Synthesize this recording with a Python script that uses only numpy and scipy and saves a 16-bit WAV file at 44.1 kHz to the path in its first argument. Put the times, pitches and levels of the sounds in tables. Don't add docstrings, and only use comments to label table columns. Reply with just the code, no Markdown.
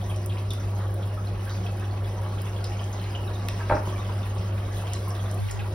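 import sys
import numpy as np
from scipy import signal
from scipy.fft import rfft, irfft
from scipy.io import wavfile

SR = 44100
rng = np.random.default_rng(int(sys.argv[2]) if len(sys.argv) > 2 else 0)


def dump(signal):
    limited = np.clip(np.atleast_2d(signal).T, -1, 1)
    pcm = np.round(limited * 32767).astype(np.int16)
    wavfile.write(sys.argv[1], SR, pcm)


N = 253134
TIME, FREQS = np.arange(N) / SR, np.fft.rfftfreq(2 ** 18, 1 / SR)
CUTOFF_HZ = 15850

# frequency in Hz, relative level in dB.
ROOM_COLOUR = [(100, -1), (500, 1), (1500, 3), (3500, 2), (6000, 4), (10000, -1), (16000, -14)]
# frequency in Hz, coherence from 0 to 1.
COHERENCE = [(100, 1), (300, 0.98), (640, 0.61), (1200, 0), (1800, 0.61), (2800, 0.46), (3800, 0.17),
             (4600, 0.13), (5400, 0.65), (7000, 1), (15000, 1)]
# frequency in Hz, phase in radians.
PORT_PHASE = [(100, 0), (1700, 0), (2700, 1.6), (3700, .5), (4400, 1), (5100, .15), (6000, 1.6),
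              (6500, 2.6), (7000, 3.05), (7900, 3.3), (8500, 4.3), (9800, 6.1), (11300, 6.45), (12700, 9.1),
              (14300, 9.6), (15700, 12.2)]
# frequency in Hz, left minus right in dB.
WATER_PAN = [(300, 0), (600, -1.5), (1100, -0.8), (2500, -0.7), (4600, -1), (5300, 0), (8000, 0)]
# time in seconds, left-right phase in radians of hum, bass and low middle.
SWING = [(5.375, 0, 0, 0), (5.41, .8, 3.05, 2.6), (5.43, .8, 3.1, 3.1), (5.52, -.4, 3.05, 3.05),
         (5.535, -.4, 2.9, .6), (5.58, -.9, 2.8, .3), (5.64, -.4, 1.8, 0), (5.68, 0, 0, 0)]
SWING_EDGES_HZ = [135, 350, 720]

# frequency in Hz, width in Hz, level in dB.
TUB_MODES = [(58.2, 11, -47.5), (75.5, 29.5, -43), (176.6, 19, -46), (199, 5.3, -54), (244, 28, -57),
             (312.5, 29, -53.5), (362.4, 13.6, -48.5), (545, 36, -52.5), (614.8, 6, -52.5),
             (1120, 29, -55.5)]
# frequency in Hz, relative spectral density in dB.
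WASH_SPECTRUM = [(20, -116), (33, -79), (46, -60), (85, -77), (125, -77), (280, -77), (450, -73.5),
                 (800, -79), (1200, -83), (1900, -88), (2700, -90), (4300, -92.5), (5300, -99),
                 (10000, -101), (16000, -103)]
BUBBLE_SPECTRUM = [(250, -78), (500, -76), (1000, -78), (1500, -84), (2000, -87.5), (2800, -87.5),
                   (4400, -96.5), (5200, -94), (8000, -100), (16000, -112)]
SPRAY_SPECTRUM = [(1000, -105), (4000, -101), (7000, -103.5), (11000, -95.5), (16000, -103)]
# time in seconds, splash and spray in relative dB.
SPLASH_LEVELS = [(0, -47, -53.5), (.2, -51.5, -63), (.6, -51.5, -56.5), (1.2, -51, -61), (1.55, -50, -56),
                 (1.85, -49.5, -60.5), (2.15, -50.5, -55.5), (2.45, -48.5, -62.5), (3.05, -49.5, -58),
                 (3.3, -49.5, -59.5), (3.62, -47, -67), (3.9, -46.5, -58.5), (4.4, -49.5, -61.5),
                 (4.8, -47, -54), (5.15, -49, -54.5), (5.35, -49, -54), (5.74, -50, -58.5)]
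# start in seconds, relative level in dB, pitch in Hz, splat gain in dB.
DRIPS = [(.098, -35.5, 3050, -8.5), (0.111, -41, 2470, 3), (.296, -35, 3060, -1.5),
         (.370, -39.5, 2750, 7.5), (.382, -48.5, 4300, 10), (0.5051, -25.5, 3404, -8), (.508, -38, 4750, 2),
         (.598, -43, 5350, 3), (1.028, -43, 3140, 7), (1.175, -31, 1260, -17), (1.271, -38.5, 3870, -6.5),
         (1.475, -34, 1580, -8), (1.496, -37, 3600, 0), (1.577, -44, 3300, -2), (1.662, -37, 2480, -1),
         (1.665, -35, 3130, -2), (1.822, -39, 1590, 4.5), (1.838, -48, 3290, 8), (1.911, -43, 4000, -2),
         (2.045, -42.5, 3200, 4), (2.384, -43, 2960, 6), (2.564, -41, 3080, -11), (2.642, -31, 4720, -15),
         (2.793, -34, 2890, -7), (2.928, -37, 5770, -3), (2.933, -42, 4920, -9), (2.996, -39.5, 3900, -8),
         (3.040, -38.5, 3910, -2), (3.15, -26.5, 2820, -7.5), (3.276, -36.5, 3600, -9),
         (3.336, -41, 3650, -16), (3.354, -37, 3480, -14), (3.421, -47.5, 5000, 9), (3.605, -31, 1566, -3),
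         (3.612, -33, 1276, -21), (3.96, -35, 2270, -11), (3.997, -40, 3500, -5), (4.231, -38, 3390, -0.5),
         (4.298, -44, 5840, -4.5), (4.370, -45, 3570, -1), (4.383, -43, 5000, 1), (4.87, -37.5, 2970, 3.5),
         (4.951, -35, 3820, -9), (5.073, -31.5, 1060, 1), (5.151, -44, 3360, 8), (5.192, -39, 3120, 0),
         (5.258, -39, 3350, -5), (5.389, -41.5, 4080, -24), (5.499, -37, 1815, -5.5),
         (5.595, -35, 2450, -7), (5.612, -44, 3650, -2)]
# start in seconds, relative level in dB, centre in Hz, width in octaves.
SLAPS = [(0.161, -36, 7960, 1), (0.2605, -26, 11000, 1), (.506, -32.5, 6860, 1.5), (.534, -34, 10000, .8),
         (0.942, -35, 12000, 1), (1.797, -41, 7500, 1.5), (2.4178, -31, 12000, 1.2),
         (2.642, -32.5, 8000, 1), (2.841, -35, 6600, .6), (3.485, -27, 10500, 1.3),
         (3.4856, -23, 2420, 1.8), (4.9335, -31, 4400, .8), (4.934, -23.5, 7400, .7),
         (5.105, -35, 6000, .6), (5.312, -34, 7800, .8), (5.343, -36, 10000, .8), (5.511, -28, 6400, .5),
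         (5.514, -36, 10000, .8)]
# start in seconds, relative level in dB, centre in Hz, length in seconds.
SPATTERS = [(0.09, -38.5, 10500, 0.037), (0.302, -38.5, 3180, .03), (0.798, -39, 1330, .06),
            (1.486, -39, 1500, .04), (1.496, -37.5, 5070, .05), (2.641, -35, 3540, .014),
            (2.786, -50, 3100, 0.034), (3.016, -39.5, 2430, 0.079), (5.079, -36.5, 11000, 0.025),
            (5.485, -35.5, 2600, .016), (5.59, -36, 2780, .02)]

# start in seconds, relative level in dB, low-pass edge in Hz,
# thud gain in dB, thud T60 (time to fall 60 dB) in seconds.
KNOCKS = [(3.697, -18, 1720, 5, 0.03), (3.709, -17.5, 1430, 8, 0.038), (3.720, -19, 1610, 7.5, 0.057),
          (3.735, -26, 1200, -0.5, 0.038), (3.748, -31, 1150, 12, 0.099), (3.766, -31.5, 1390, 15.5, 0.055),
          (3.795, -38, 1100, 13, 0.063)]
# frequency in Hz, relative level in dB, T60 in seconds.
WALL_MODES = [(89.2, -9.5, 1), (251.6, -18.5, 0.98), (469, -8.5, 0.2), (530, -6.5, 0.1), (608.5, 5.5, 0.13),
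              (740, -9, 0.084), (817.6, 1.5, 0.13), (902, 0, 0.14), (984, -5.5, 0.11), (1230, -4, 0.074),
              (1440, -5.5, 0.087), (1570, 0.5, 0.048), (1780, -11, 0.06), (2390, -1, 0.12)]
# frequency in Hz, relative level in dB.
THUD_SPECTRUM = [(35, -21), (80, 21), (200, 2), (330, 7), (600, 5), (950, 2), (1600, 2.5), (2500, 12),
                 (6000, -10)]
# start in seconds, level in dB, pitch in Hz, T60 in seconds.
BUMPS = [(3.872, -21, 1000, .02), (3.874, -24, 170, .09), (3.8755, -21, 600, .014), (3.876, -19, 350, .02)]

# multiple of the shaft speed, rms level in dB.
IMPELLER_TONES = [(1, -49), (4, -58), (5, -57.5), (6, -78), (8, -59), (12, -67), (13, -81), (14, -81),
                  (15, -63), (16, -63), (17, -65.5)]
# time in seconds, rms level in dB.
HUM_LEVEL = [(0, -28), (.6, -28.5), (.85, -26.5), (1.2, -29.5), (1.8, -29), (2.05, -28.5), (2.6, -29.5),
             (3.15, -30), (3.7, -29), (4.45, -27.5), (4.85, -30), (5.3, -27.5), (5.45, -26.5), (5.52, -32),
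             (5.6, -29), (5.74, -29)]


def from_db(db):
    return 10 ** (np.asarray(db) / 20)


def rms_one(x):
    return x / np.sqrt(np.mean(x ** 2) + 1e-20)


def in_time(rows):
    times, *columns = np.transpose(rows)
    return [np.interp(TIME, times, column) for column in columns]


def at_hz(points):
    hz, value = np.transpose(points)
    return np.interp(np.log(FREQS + 1), np.log(hz), value)


def filtered(x, response):
    return irfft(rfft(x, 2 * (len(FREQS) - 1)) * response)[..., :N]


def coloured(x, spectrum):
    return filtered(rms_one(x), from_db(at_hz(spectrum)) * np.sqrt(SR / 2))


def split(x, hz):
    low = filtered(x, 1 / (1 + (FREQS / hz) ** 6))
    return low, x - low


def drift(rate_hz):
    hop = 100
    pole = np.exp(-2 * np.pi * rate_hz * hop / SR)
    noise = rng.standard_normal(N // hop + 2002)
    slow = signal.lfilter([1], [1, -2 * pole, pole * pole], noise)[2000:]
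    return np.interp(np.arange(N) / hop, np.arange(len(slow)), rms_one(slow))


def add(out, start_s, sound):
    start = int(np.clip(start_s * SR, 0, N - 1))
    out[start:start + len(sound)] += sound[:N - start]


def fade(t60, hold_s=0):
    t = TIME[:int((hold_s + t60) * SR) + 2]
    return from_db(-60 * np.maximum(t - hold_s, 0) / t60)


def burst(t60, hold_s=0):
    decay = fade(t60, hold_s)[:SR]
    return rng.standard_normal(SR)[:len(decay)] * decay


def ring(hz, t60, rise=0):
    decay = fade(t60)
    t = TIME[:len(decay)]
    attack = 1 - np.exp(-t * hz)
    return decay * attack * np.sin(2 * np.pi * hz * t * (1 + rise * t / t60))


def diffuse(pair):
    alike = np.clip(at_hz(COHERENCE), 0, 1)
    mid, side = filtered(pair, np.sqrt([(1 + alike) / 2, (1 - alike) / 2]))
    return np.array([mid + side, mid - side])


def in_room(x, wet_db, t60=.32):
    echoes = rng.standard_normal((2, N)) * from_db(-60 * TIME / t60) * (TIME > .003)
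    response = diffuse(rms_one(echoes) / np.sqrt(N))
    reverb = signal.fftconvolve(x[None], response)[:, :N]
    return x + filtered(reverb, from_db(at_hz(ROOM_COLOUR) + wet_db))


def with_wall_echo(x, delay_s=0.036, echo_db=-24):
    return x + from_db(echo_db) * np.interp(TIME - delay_s, TIME, x, left=0)


def at_ports(water):
    panned = filtered(water, from_db(at_hz(WATER_PAN) * np.array([[.5], [-.5]])))
    half_phase = at_hz(PORT_PHASE) / 2
    return filtered(panned, np.exp([1j * half_phase, -1j * half_phase]))


def churn():
    power = from_db(at_hz(WASH_SPECTRUM)) ** 2
    for hz, width, db in TUB_MODES:
        peak_power = from_db(db) ** 2 * 2 / (np.pi * width)
        power += peak_power / (1 + ((FREQS - hz) / width) ** 2) ** 2
    return diffuse(filtered(rng.standard_normal((2, N)), np.sqrt(power * SR / 2)))


def bubbling(count=6000, size_db=4.5, range_db=10, cycles=34):
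    out = np.zeros(N)
    for when, pitch, size, life in rng.random((count, 4)):
        hz = 350 * 28 ** pitch
        above_db = min(-size_db * np.log(size + 1e-9), range_db)
        strength = from_db(above_db) * hz
        add(out, when * N / SR, strength * ring(hz, cycles * (.5 + life) / hz, rise=0.0082))
    return coloured(out, BUBBLE_SPECTRUM)


def spray(per_s=1100, size_db=3.5, clump_db=4.0, crackle_s=0.041):
    born = rng.random(N) < per_s * from_db(clump_db * drift(15)) / SR
    sizes = from_db(size_db * np.minimum(rng.exponential(1, N), 4.5))
    energy = signal.fftconvolve(born * sizes ** 2, fade(crackle_s) ** 2)[:N]
    return coloured(np.sqrt(np.abs(energy)) * rng.standard_normal(N), SPRAY_SPECTRUM)


def swell(level_db, surge, depth, surge_db, flicker_db):
    trend_db = depth * (level_db - np.median(level_db))
    return from_db(trend_db + surge_db * surge + flicker_db * drift(15.6))


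def pour():
    splash_db, spray_db = in_time(SPLASH_LEVELS)
    surge = drift(12.5)
    water = churn() + in_room(bubbling(), wet_db=1.5) * from_db(-6)
    low, rest = split(water, hz=735)
    gurgle, splatter = split(rest, hz=2250)
    low *= swell(splash_db, surge, depth=0.34, surge_db=0.68, flicker_db=0.26)
    gurgle *= from_db(0.08) * swell(splash_db, surge, depth=0.87, surge_db=0.25, flicker_db=1.13)
    splatter *= from_db(-0.5) * swell(splash_db, surge, depth=1.0, surge_db=0.5, flicker_db=1.37)
    mist = sum(band * swell(spray_db, surge, depth=0.79, surge_db=-1.5, flicker_db=2.2)
               for band in split(spray(), hz=12400))
    return low + gurgle + splatter + in_room(mist * from_db(-1.5), wet_db=-4.5)


def plinks(count=45, loudest_db=-42, range_db=7, cycles=70):
    out = np.zeros(N)
    for when, pitch, size in rng.random((count, 3)):
        hz = 2300 * 2.5 ** pitch
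        strength = from_db(loudest_db - range_db * size)
        add(out, when * N / SR, strength * ring(hz, cycles / hz, rise=0.0062))
    return out


def droplets(hz, length_s, count, spread_octaves=.36, cycles=18):
    out = np.zeros(SR // 2)
    for k, (when, pitch, size) in enumerate(rng.random((count, 3))):
        late = (k + when) / count if k else 0
        pitch_hz = min(hz * 2 ** (spread_octaves * (2 * pitch - 1)), CUTOFF_HZ)
        strength = (1 - late / 2) * (.5 + size / 2)
        add(out, late * length_s, strength * ring(pitch_hz, cycles / pitch_hz))
    return out / np.abs(out).max()


def drips(t60_at_1khz=0.061, sharp_per_khz=.028, settle_s=.0055):
    out = np.zeros(N)
    for start, db, hz, splat_db in DRIPS:
        khz = hz / 1000
        decay = fade(t60_at_1khz / khz ** 0.53, hold_s=0.0024)
        t = TIME[:len(decay)]
        attack = 1 - np.exp(-t * hz / 2)
        pitch_hz = hz * (1 + sharp_per_khz * khz * np.exp(-t / settle_s))
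        plink = decay * attack * np.sin(2 * np.pi * np.cumsum(pitch_hz) / SR)
        splat = droplets(hz, length_s=0.017, count=7, spread_octaves=0.32)
        add(out, start, from_db(db + splat_db) * splat)
        add(out, start, from_db(db) * plink)
    return out


def slaps():
    out = np.zeros(N)
    for start, db, hz, octaves in SLAPS:
        edges_hz = np.minimum(hz * 2 ** (octaves * np.array([-.5, .5])), .45 * SR)
        band = signal.butter(2, edges_hz, "band", fs=SR, output="sos")
        tick = signal.sosfilt(band, burst(t60=0.012, hold_s=0.0016))
        add(out, start, from_db(db) * tick / np.abs(tick).max())
    for start, db, hz, length_s in SPATTERS:
        add(out, start, from_db(db) * droplets(hz, length_s, count=16))
    return out


def knocks(ring_db=-6, mode_spread_db=2, detune=0.017):
    out = np.zeros(N)
    for start, db, edge_hz, thud_db, thud_t60 in KNOCKS:
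        blow = from_db(thud_db) * filtered(burst(thud_t60), from_db(at_hz(THUD_SPECTRUM)))[:SR]
        for k, (mode_hz, mode_db, t60) in enumerate(WALL_MODES):
            strength, load = rng.uniform(-1.18, 1, 2)
            gain = (-1) ** k * from_db(ring_db + mode_db + mode_spread_db * strength)
            add(blow, 0, gain * ring(mode_hz * (1 + detune * load), t60)[:SR])
        softness = signal.butter(6, edge_hz, fs=SR, output="sos")
        add(out, start, from_db(db) * signal.sosfilt(softness, blow))
    return out


def bumps():
    out = np.zeros(N)
    for start, db, hz, t60 in BUMPS:
        add(out, start, from_db(db) * ring(hz, t60))
    return out


def pump(shaft_hz=49.85, wander_hz=0.12, hum_flutter_db=0.79, tone_flutter_db=4.5):
    angle = 2 * np.pi * np.cumsum(shaft_hz + wander_hz * drift(3.0)) / SR
    hum_db = in_time(HUM_LEVEL)[0] + hum_flutter_db * drift(14.0)
    out = from_db(hum_db) * np.sin(2 * angle)
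    for multiple, db in IMPELLER_TONES:
        gain = from_db(db + tone_flutter_db * drift(3.9))
        out += gain * np.sin(multiple * angle + 2 * np.pi * rng.random())
    return np.sqrt(2) * out


def scene():
    ticks = in_room(with_wall_echo(slaps()), wet_db=-5) * from_db(1.5)
    drops = in_room(with_wall_echo(drips() + plinks()), wet_db=-4) * from_db(-4)
    water = at_ports(pour() + ticks + drops)
    hum = pump()
    knocking = in_room(knocks(), wet_db=-5.5) * from_db(-1)
    return hum + water + knocking + in_room(bumps(), wet_db=-8)


def record(dry):
    lows, rest = 0, dry
    for edge_hz, phase in zip(SWING_EDGES_HZ, in_time(SWING)):
        band = filtered(rest, 1 / (1 + (FREQS / edge_hz) ** 16))
        rest = rest - band
        quadrature = filtered(band, np.array([[1j], [-1j]]))
        lows = lows + np.cos(phase / 2) * band + np.sin(phase / 2) * quadrature
    return filtered(lows + rest, 1 / np.sqrt(1 + (FREQS / CUTOFF_HZ) ** 200))


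dry = scene()
out = record(dry)
dump(out)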